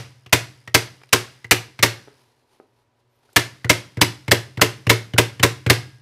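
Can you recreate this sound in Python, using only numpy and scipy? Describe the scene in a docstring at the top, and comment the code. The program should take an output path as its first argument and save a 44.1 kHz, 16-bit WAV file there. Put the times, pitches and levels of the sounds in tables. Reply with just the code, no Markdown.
"""Staple gun on a stair

An electric staple gun is pressed onto a padded wooden stair and fired, in two quick runs, close to a phone.
Each shot is chattering noise coloured by the metal casing, over struck modes of the hollow stair.
A small stairwell rings on as fading echo, over house noise and a faint mains hum of wavering tones.
Presses, ticks, trigger clicks, rubbing cloth, dull knocks, a thin squeak and two chimes fall in between."""
import sys
import numpy as np
from scipy import signal
from scipy.fft import rfft, irfft, next_fast_len
from scipy.io import wavfile
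from scipy.ndimage import uniform_filter1d

SR = 44100
rng = np.random.default_rng(int(sys.argv[2]) if len(sys.argv) > 2 else 0)


def attenuation_scalar(level_db):
    """Turn a level in dB into a linear amplitude multiplier (20 dB per decade)."""
    decades = np.asarray(level_db, float) / 20
    return 10 ** decades


def inscribe(sig):
    """Save sig as 16-bit PCM at rate SR to the path in sys.argv[1].

    A 1-D sig is mono; a 2-D sig holds one channel per row.
    Samples are clipped to [-1, 1] before scaling.
    """
    pcm = np.round(np.clip(np.atleast_2d(sig).T, -1, 1) * 32767)
    wavfile.write(sys.argv[1], SR, pcm.astype(np.int16))


N = 265122
LEAD = 8820  # samples before time zero, for a shot already ringing


def evened(x):
    """Scales to rms 1."""
    return x / np.sqrt(np.mean(x ** 2) + 1e-20)


def read(points, hz):
    """Reads a table along log frequency."""
    f, value = np.transpose(points)
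    return np.interp(np.log(hz + 1), np.log(f + 1), value)


def add(mix, s, sound):
    """Mixes a sound in at s seconds."""
    part = mix[LEAD + round(s * SR):][:len(sound)]
    part += sound[:len(part)]


def coloured(x, gain):
    """Filters x by a function of frequency."""
    size = next_fast_len(len(x))
    spectrum = rfft(x, size) * gain(np.fft.rfftfreq(size, 1 / SR))
    return irfft(spectrum, size)[:len(x)]


def ring(modes, contact_ms, seconds):
    """Modes struck by a force that lasts contact_ms: longer contact, duller sound."""
    t = np.arange(round(seconds * SR)) / SR
    sound = np.zeros(len(t))
    for hz, db, t60, *swing in modes:
        sound += np.prod(swing) * attenuation_scalar(db - 60 * t / t60) * np.cos(2 * np.pi * hz * t)
    u = np.arange(441) / SR * 1000 / contact_ms
    force = np.sin(np.pi * np.minimum(u, 1)) ** 2
    return signal.oaconvolve(sound, force / force.sum())


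def rattle(t60_ms, rise_ms, grit_db):
    """A burst of metal parts chattering: noise made of uneven clicks."""
    ms = np.arange(4000) / SR * 1000
    click_size = np.repeat(rng.standard_normal(4000 // 16), 16)
    noise = evened(rng.standard_normal(4000) * attenuation_scalar(grit_db * click_size))
    return noise * (1 - np.exp(-ms / rise_ms)) ** 2 * attenuation_scalar(-60 * ms / t60_ms)


# broad resonances of the casing: f/Hz, width/Hz
CASING_RESONANCES = [(1650, 190), (2050, 160), (2830, 78), (4300, 83), (5050, 210), (5800, 420),
                     (7800, 230), (9900, 43)]
# the gun's broad colour: f/Hz, level/dB
CASING_COLOUR = [(150, -31), (300, -8.5), (700, -5), (1200, -5), (2000, -3.5), (3500, -7.5), (6000, -13.5),
                 (10000, -20), (15300, -23), (16500, -51)]


def gun_body(x, tilt_db, ring_hz, ring_db):
    """The casing colours every rattle causally: a broad spectrum with resonances on top."""
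    hz = abs(np.fft.fftfreq(2048, 1 / SR))
    # each blow wakes the resonances unevenly
    struck = 0.26 * attenuation_scalar(4.7 * rng.standard_normal(len(CASING_RESONANCES)))
    peaks = attenuation_scalar(ring_db) / (1 + ((hz / ring_hz - 1) / .07) ** 2)
    for height, (f, width) in zip(struck, CASING_RESONANCES):
        peaks += height / (1 + (2 * (hz - f) / width) ** 2)
    tilt = tilt_db * np.log2((hz + 300) / 2500)  # dB per octave, roughly
    gain = attenuation_scalar(read(CASING_COLOUR, hz) + tilt + 7.5) * (1 + peaks)
    minimum_phase = np.exp(np.conj(signal.hilbert(np.log(gain + 1e-5))))
    response = np.fft.ifft(minimum_phase).real
    return signal.oaconvolve(x, response[:1024])


# the hollow stair and the air in the stairwell: f/Hz, level/dB, t60/s, swing (weight, + out, - in)
BOOM_MODES = [(95, 0, 0.023, 0.33), (96.5, -4.5, 0.14, -0.87), (114.3, -1, 0.3, -0.87),
              (117, -41.5, 1.4, -1.7), (130.7, -22, 0.91, 0.88), (153.2, -16, 0.026, 1)]


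def stair_boom(contact_ms, seconds):
    """The low modes of the hollow stair and its air, set off by one push."""
    return ring(BOOM_MODES, contact_ms, seconds)


# the wood of the stair: f/Hz, level/dB, t60/s, swing (weight, + out, - in)
WOOD_MODES = [(190.3, -6, 0.034, 1), (245.8, -9, 0.09, 0.51), (290.7, -1, 0.063, 0.71),
              (358.3, -10, 0.22, -1), (390.8, -5.5, 0.052, 1), (432.8, -9, 0.15, -1),
              (482.3, -8, 0.17, 0.92), (576.5, -4.5, 0.082, 1), (623, -11.5, 0.054, 1),
              (723, -15.5, .06, 0.77), (964, -2, 0.047, 0.99), (1056, -20.5, 0.016, 0.14)]


def tread_knock():
    """The wood struck by the driver; each spot on the tread wakes the modes unevenly."""
    modes = []
    for hz, db, *rest in WOOD_MODES:
        shift, level = rng.standard_normal(2)
        modes.append((hz * (1 + .015 * shift), db + 2.2 * level, *rest))
    return ring(modes, 0.58, 0.32)  # the driver bears on the wood for 0.58 ms


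def hand_push():
    """A hand's push: the wood sounds duller than under a shot, with the low boom under it."""
    return attenuation_scalar(-3.5) * ring(WOOD_MODES, 2.22, 2) + stair_boom(1.6, 2)


# fading of the stairwell: f/Hz, t60/s
STAIRWELL_T60 = [(200, 0.5), (560, 0.31), (1470, 0.29), (3000, 0.28), (5000, 0.3), (7500, 0.25),
                 (10500, 0.25), (13000, 0.21), (16000, 0.064)]


def dying(x, longer=1):
    """Makes each band of x fade at the stairwell's own speed, its t60 stretched by longer."""
    hz, t, z = signal.stft(x, SR, nperseg=256)
    fade = attenuation_scalar(-60 * t / longer / read(STAIRWELL_T60, hz)[:, None])
    return signal.istft(z * fade, SR, nperseg=256)[1]


def dense_echo():
    """The thick echo of a blow: fading noise that builds up over the first reflections."""
    near, far = rng.standard_normal((2, SR // 2))
    swell = 1 - np.exp(-np.arange(SR // 2) / SR / 0.0056)
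    echo = dying(near) + attenuation_scalar(-18.5) * dying(far, longer=2.55)  # rooms beyond ring longer
    return echo[:SR // 2] * swell


# shots: t/s of the driver's blow, gun level/dB, stair boom level/dB, launch level/dB, casing ring f/Hz
SHOTS = [(-.09, -3.5, -12, -7.5, 2100), (0.3283, -1, -12.5, -14.5, 2386), (0.7464, -1, -14, -9, 2150),
         (1.129, 0, -16.5, -22, 1593), (1.5135, -3, -16.5, 1.5, 2210), (1.8295, -1, -16.5, -5.5, 1946),
         (3.3635, -1.5, -14.5, -11, 1780), (3.6976, -2, -14, -10, 2164), (4.014, -1.5, -12, -18, 2116),
         (4.315, -2.5, -12, -14, 2020), (4.6149, -1, -13, -17.5, 2144), (4.8976, -1.5, -12.5, -12.5, 2078),
         (5.182, -2, -11, -15, 2835), (5.4316, -2, -9.5, -10, 2147), (5.699, -1.5, -9, -27, 2226)]
# strokes inside one shot: t/ms after the blow, level/dB, rattle t60/ms, share reaching the stair (0-1)
STROKES = [(0, 5, 39.2, 0.17), (4.508, 3, 30, 0.7), (10.103, -2.5, 12, 0.3), (17.55, -7.5, 16, 0.4),
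           (31.46, -13.5, 21, 0)]
# the wooden knock of a shot, which grows along each run: t/s, level/dB
TREAD_LEVEL = [(.3, -10), (1.83, -8), (3.36, -9), (4.3, -6), (5.7, -5)]


def shots(metal, stair, wash):
    """The coil launches the driver, which lands in several strokes on casing and stair."""
    launch_ms, tilt_db = 3.4, 1.43  # launch before landing; brightness per octave
    boom = stair_boom(2.2, 1.5)
    for s, gun_db, boom_db, launch_db, ring_hz in SHOTS:
        launch = gun_body(rattle(60, 0.24, 2.1), tilt_db + 2.0, ring_hz, -3)
        add(metal, s - launch_ms / 1000, attenuation_scalar(launch_db) * launch)
        wood = attenuation_scalar(np.interp(s, *np.transpose(TREAD_LEVEL))) * tread_knock()
        for ms, db, t60_ms, share in STROKES:
            stroke = gun_body(rattle(t60_ms, .2, 0.97), tilt_db, ring_hz, -1.4)
            add(metal, s + ms / 1000, attenuation_scalar(gun_db + db) * stroke)
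            add(stair, s + ms / 1000, share * wood)
        # the boom starts 1.5 ms early, to make up for the bass filter's delay
        add(stair, s - .0015, attenuation_scalar(boom_db) * boom)
        echo = gun_body(dense_echo(), tilt_db + .5, 2000, -20)
        add(wash, s, attenuation_scalar(gun_db - 15.5) * echo)


def stairwell(x):
    """Sparse reflections of random sign; three tails take turns."""
    turn, out = np.arange(len(x)) / SR * 2.3, np.zeros(len(x))
    for k in range(3):
        taps = np.zeros(SR)
        at = np.arange(300, SR - 20, 16)
        taps[at + rng.integers(0, 16, len(at))] = rng.choice([-1., 1.], len(at))
        tail = dying(taps)
        window = np.cos(turn + k * np.pi / 3) * np.sqrt(2 / 3)
        out += signal.oaconvolve(x * window, tail / np.linalg.norm(tail))[:len(x)]
    return out


# colour of the house noise: f/Hz, level/dB per Hz before the whole is set to its rms
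AIR_COLOUR = [(20, -23), (40, -13.5), (70, -11.5), (120, -1), (180, -20.5), (245, -13.5), (330, -10),
              (600, -12.5), (960, -17), (1600, -20.5), (5000, -31), (8000, -37), (15000, -45.5),
              (16600, -45.5)]


def house_air():
    """Quiet house noise: steady noise through a fixed colour, at -69 dB rms."""
    noise = coloured(rng.standard_normal(N), lambda hz: attenuation_scalar(read(AIR_COLOUR, hz)))
    return attenuation_scalar(-69) * evened(noise)


# mains and appliance tones: f/Hz, level/dB
HUM_TONES = [(118.4, -79), (242.2, -81.5), (371.4, -85.5), (565.2, -86), (947.5, -83), (990.5, -83.5)]


def mains_hum():
    """Low tones whose pitch and level waver together."""
    hum = np.zeros(N)
    for hz, db in HUM_TONES:
        waver = evened(uniform_filter1d(uniform_filter1d(rng.standard_normal(N), 900), 900))
        turns = 2 * np.pi * np.cumsum(hz + 1.1 * waver) / SR
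        hum += attenuation_scalar(db + 3.6 * waver) * np.sqrt(2) * np.sin(turns)
    return hum


# one thin bright tick: f/Hz, level/dB, t60/s
JITTER_MODES = [(5000, 3, .016), (6500, -7, .006), (8500, -4, .007), (9600, -3, .007), (10500, -4, 0.008),
                (13000, -13, .004)]


def jitter(metal):
    """A fading patter of thin bright ticks follows each shot, each tick a little off pitch and time."""
    after_s, length_s, per_s = .105, .3, 77
    start_db, fade_db_per_s = -54, 36.5  # start relative to the shot's gun level
    for shot, gun_db, *_ in SHOTS:
        for since in np.arange(0, length_s, 1 / per_s):
            late, size, *uneven = rng.standard_normal(2 + len(JITTER_MODES))
            modes = [(hz * (1 + 0.025 * u), db, t60) for (hz, db, t60), u in zip(JITTER_MODES, uneven)]
            level_db = gun_db + start_db + 1.5 * size - fade_db_per_s * since
            add(metal, shot + after_s + since + 0.0004 * late, attenuation_scalar(level_db) * ring(modes, .04, .03))


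# the nose is pressed onto the pad: t/s, rattle level/dB, stair boom level/dB, casing ring f/Hz
PRESSES = [(0.2615, -32, -39.5, 3000), (0.6755, -27, -34.5, 1920), (1.444, -28.5, -35.5, 2020),
           (1.7911, -22, -26, 2280), (3.645, -20.5, -19, 1952), (3.971, -27.5, -18, 2130),
           (4.2803, -18.5, -16.5, 2130), (4.5732, -24, -19.5, 2080), (4.8679, -16, -12, 2830),
           (5.136, -24, -15.5, 3000), (5.3965, -21, -19.5, 3000), (5.6636, -13, -10.5, 2380)]


def presses(metal, stair):
    """The nose rattles on the pad, which gives a moment before the stair takes the push."""
    t60_ms, tilt_db, give_s = 43, -2, 0.0015
    push = hand_push()
    for s, db, boom_db, ring_hz in PRESSES:
        touch = gun_body(rattle(t60_ms, 0.77, 2.9), tilt_db, ring_hz, 8.9)
        add(metal, s - .001, attenuation_scalar(db) * touch)
        add(stair, s + give_s, attenuation_scalar(boom_db) * push)


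# loose parts tick: t/s, level/dB, casing ring f/Hz, brightness/dB per octave
TICKS = [(0.295, -42, 1920, 3), (0.696, -34, 3340, -2), (1.016, -36, 1600, -6), (1.035, -29.5, 2270, -3.5),
         (1.057, -51, 9800, 2), (1.09, -36.5, 3820, 2.5), (1.466, -45.5, 9410, 2), (1.782, -45, 1978, 2.5),
         (3.33, -49, 7500, 10)]


def loose_ticks(metal):
    """Loose parts tick: short rattles through the casing, each with its own ring and brightness."""
    t60_ms, ring_db = 18, 4
    for s, db, ring_hz, bright_db in TICKS:
        tick = gun_body(rattle(t60_ms, 1.4, 3.0), bright_db, ring_hz, ring_db)
        add(metal, s - .001, attenuation_scalar(db) * tick)


# colour of the rustle: f/Hz, level/dB per Hz before the whole is set to rms 1
RUSTLE_COLOUR = [(200, -26), (380, 5.5), (600, -7.5), (900, 1.5), (1300, -10), (2200, -9), (3200, -10),
                 (4300, -9.5), (6000, -14.5), (7500, -19.5), (10300, -15.5), (13000, -22), (15000, -33)]
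# strokes of cloth and pad: t/s of the peak, rise/s, fall/s, level/dB at the peak
RUBS = [(2.05, 0.041, 0.13, -70), (2.2, 0.11, 0.29, -61.5), (2.4, .03, .03, -73),
        (2.53, 0.072, 0.16, -63.5), (2.79, 0.081, 0.065, -68), (3.0, 0.046, 0.034, -74),
        (3.12, .05, .1, -81), (3.33, 0.18, 0.083, -60.5)]


def rubbing():
    """Cloth and pad rub while the hands move: patchy coloured noise, each stroke swelling and fading."""
    edge_db = -16  # level one rise before and one fall after the peak, relative to it
    t = np.arange(N) / SR
    patches = evened(uniform_filter1d(rng.standard_normal(N), 500))
    noise = rng.standard_normal(N) * attenuation_scalar(1.8 * patches)
    rustle = evened(coloured(noise, lambda hz: attenuation_scalar(read(RUSTLE_COLOUR, hz))))
    envelope = np.zeros(N)
    for s, rise, fall, db in RUBS:
        distance = np.where(t < s, (s - t) / rise, (t - s) / fall)
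        envelope += attenuation_scalar(db + edge_db * distance)
    return rustle * envelope


# dull knocks of something set down: t/s, peak level/dB, t60 factor
KNOCKS = [(2.076, -35.5, 0.97), (2.083, -31.5, 0.53), (2.601, -32.5, 1)]
# the knocked wood: f/Hz, level/dB, t60/s before the knock's factor
KNOCK_MODES = [(296, -8, .04), (354, 2, .035), (405, 10, 0.031), (510, -2, 0.043), (610, -5, 0.06),
               (771, -4, 0.11), (1250, -3, 0.036), (1700, -29, .02), (3000, -32, .015)]


def knocks():
    """Soft wooden knocks a little way off: struck modes, each knock with its own decay."""
    out = np.zeros(N + LEAD)
    for s, db, longer in KNOCKS:
        modes = [(hz, mode_db, t60 * longer) for hz, mode_db, t60 in KNOCK_MODES]
        sound = ring(modes, 0.46, .5)
        add(out, s - .001, attenuation_scalar(db) * sound / abs(sound).max())
    return out


# a thin squeak glides up: start t/s, length/s, from f/Hz, to f/Hz, level/dB, octave above it level/dB
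SQUEAK = (3.095, .12, 5930, 6330, -94, 12)


def squeak():
    """A faint rising squeak with a fluttering level, strongest on its octave."""
    start, length, from_hz, to_hz, db, octave_db = SQUEAK
    u = np.clip((np.arange(N) / SR - start) / length, 0, 1)
    turns = 2 * np.pi * np.cumsum(from_hz + (to_hz - from_hz) * u ** 2) / SR
    flutter = evened(uniform_filter1d(rng.standard_normal(N), 400))
    shape = np.sqrt(np.sin(np.pi * u).clip(0)) * attenuation_scalar(db + 3 * flutter)
    return shape * (np.sin(turns) + attenuation_scalar(octave_db) * np.sin(2 * turns))


# the trigger clicks just before a shot: t/s, level/dB
TRIGGER = [(3.2897, -51), (3.664, -36), (3.991, -31), (4.595, -27), (5.161, -28), (5.417, -33),
           (5.690, -25)]


def trigger_clicks(metal):
    """The trigger clicks: a short dull rattle with one strong ring of the casing."""
    t60_ms, tilt_db, ring_hz, ring_db = 22, -9, 1450, 17
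    for s, db in TRIGGER:
        click = gun_body(rattle(t60_ms, 1.4, 2.9), tilt_db, ring_hz, ring_db)
        add(metal, s - .001, attenuation_scalar(db) * click)


# a thin steel part left ringing: t/s, f/Hz, level/dB, t60/s
CHIMES = [(3.719, 3230, -39.5, 0.44), (5.721, 1637, -46, 0.79)]


def chimes(metal):
    """A thin steel part left ringing: one mode, briefly struck."""
    for s, *mode in CHIMES:
        add(metal, s, ring([mode], 0.12, .6))


def scene():
    """Everything struck, its echo, and the house."""
    metal, stair, wash = np.zeros((3, N + LEAD))
    shots(metal, stair, wash)
    jitter(metal)
    presses(metal, stair)
    loose_ticks(metal)
    trigger_clicks(metal)
    chimes(metal)
    no_bass = signal.butter(4, 70, "high", fs=SR, output="sos")  # a small stair radiates no deep bass
    stair = signal.sosfilt(no_bass, stair)
    knock = knocks()
    wet = stairwell(attenuation_scalar(-17) * metal + attenuation_scalar(-20.0) * stair + attenuation_scalar(-11) * knock)
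    struck = (metal + stair + knock + wash + wet)[LEAD:]
    return (struck + house_air() + mains_hum() + rubbing() + squeak())[None]


def top_cut(x):
    """Nothing passes above the cut-off."""
    return signal.sosfilt(signal.butter(12, 16780, fs=SR, output="sos"), x)


def record(dry):
    """The small microphone rolls off the top treble and overloads softly on loud peaks."""
    dulled = signal.sosfilt(signal.butter(4, 16000, fs=SR, output="sos"), dry)
    ceiling, knee = .78, 3.5  # full scale is 1; a higher knee bends later and harder
    squeezed = dulled / (1 + abs(dulled / ceiling) ** knee) ** (1 / knee)
    band_limit = signal.cheby2(10, 60, 16800, fs=SR, output="sos")
    finished = signal.sosfilt(band_limit, squeezed)
    return top_cut(finished)


dry = scene()
out = record(dry)
inscribe(out)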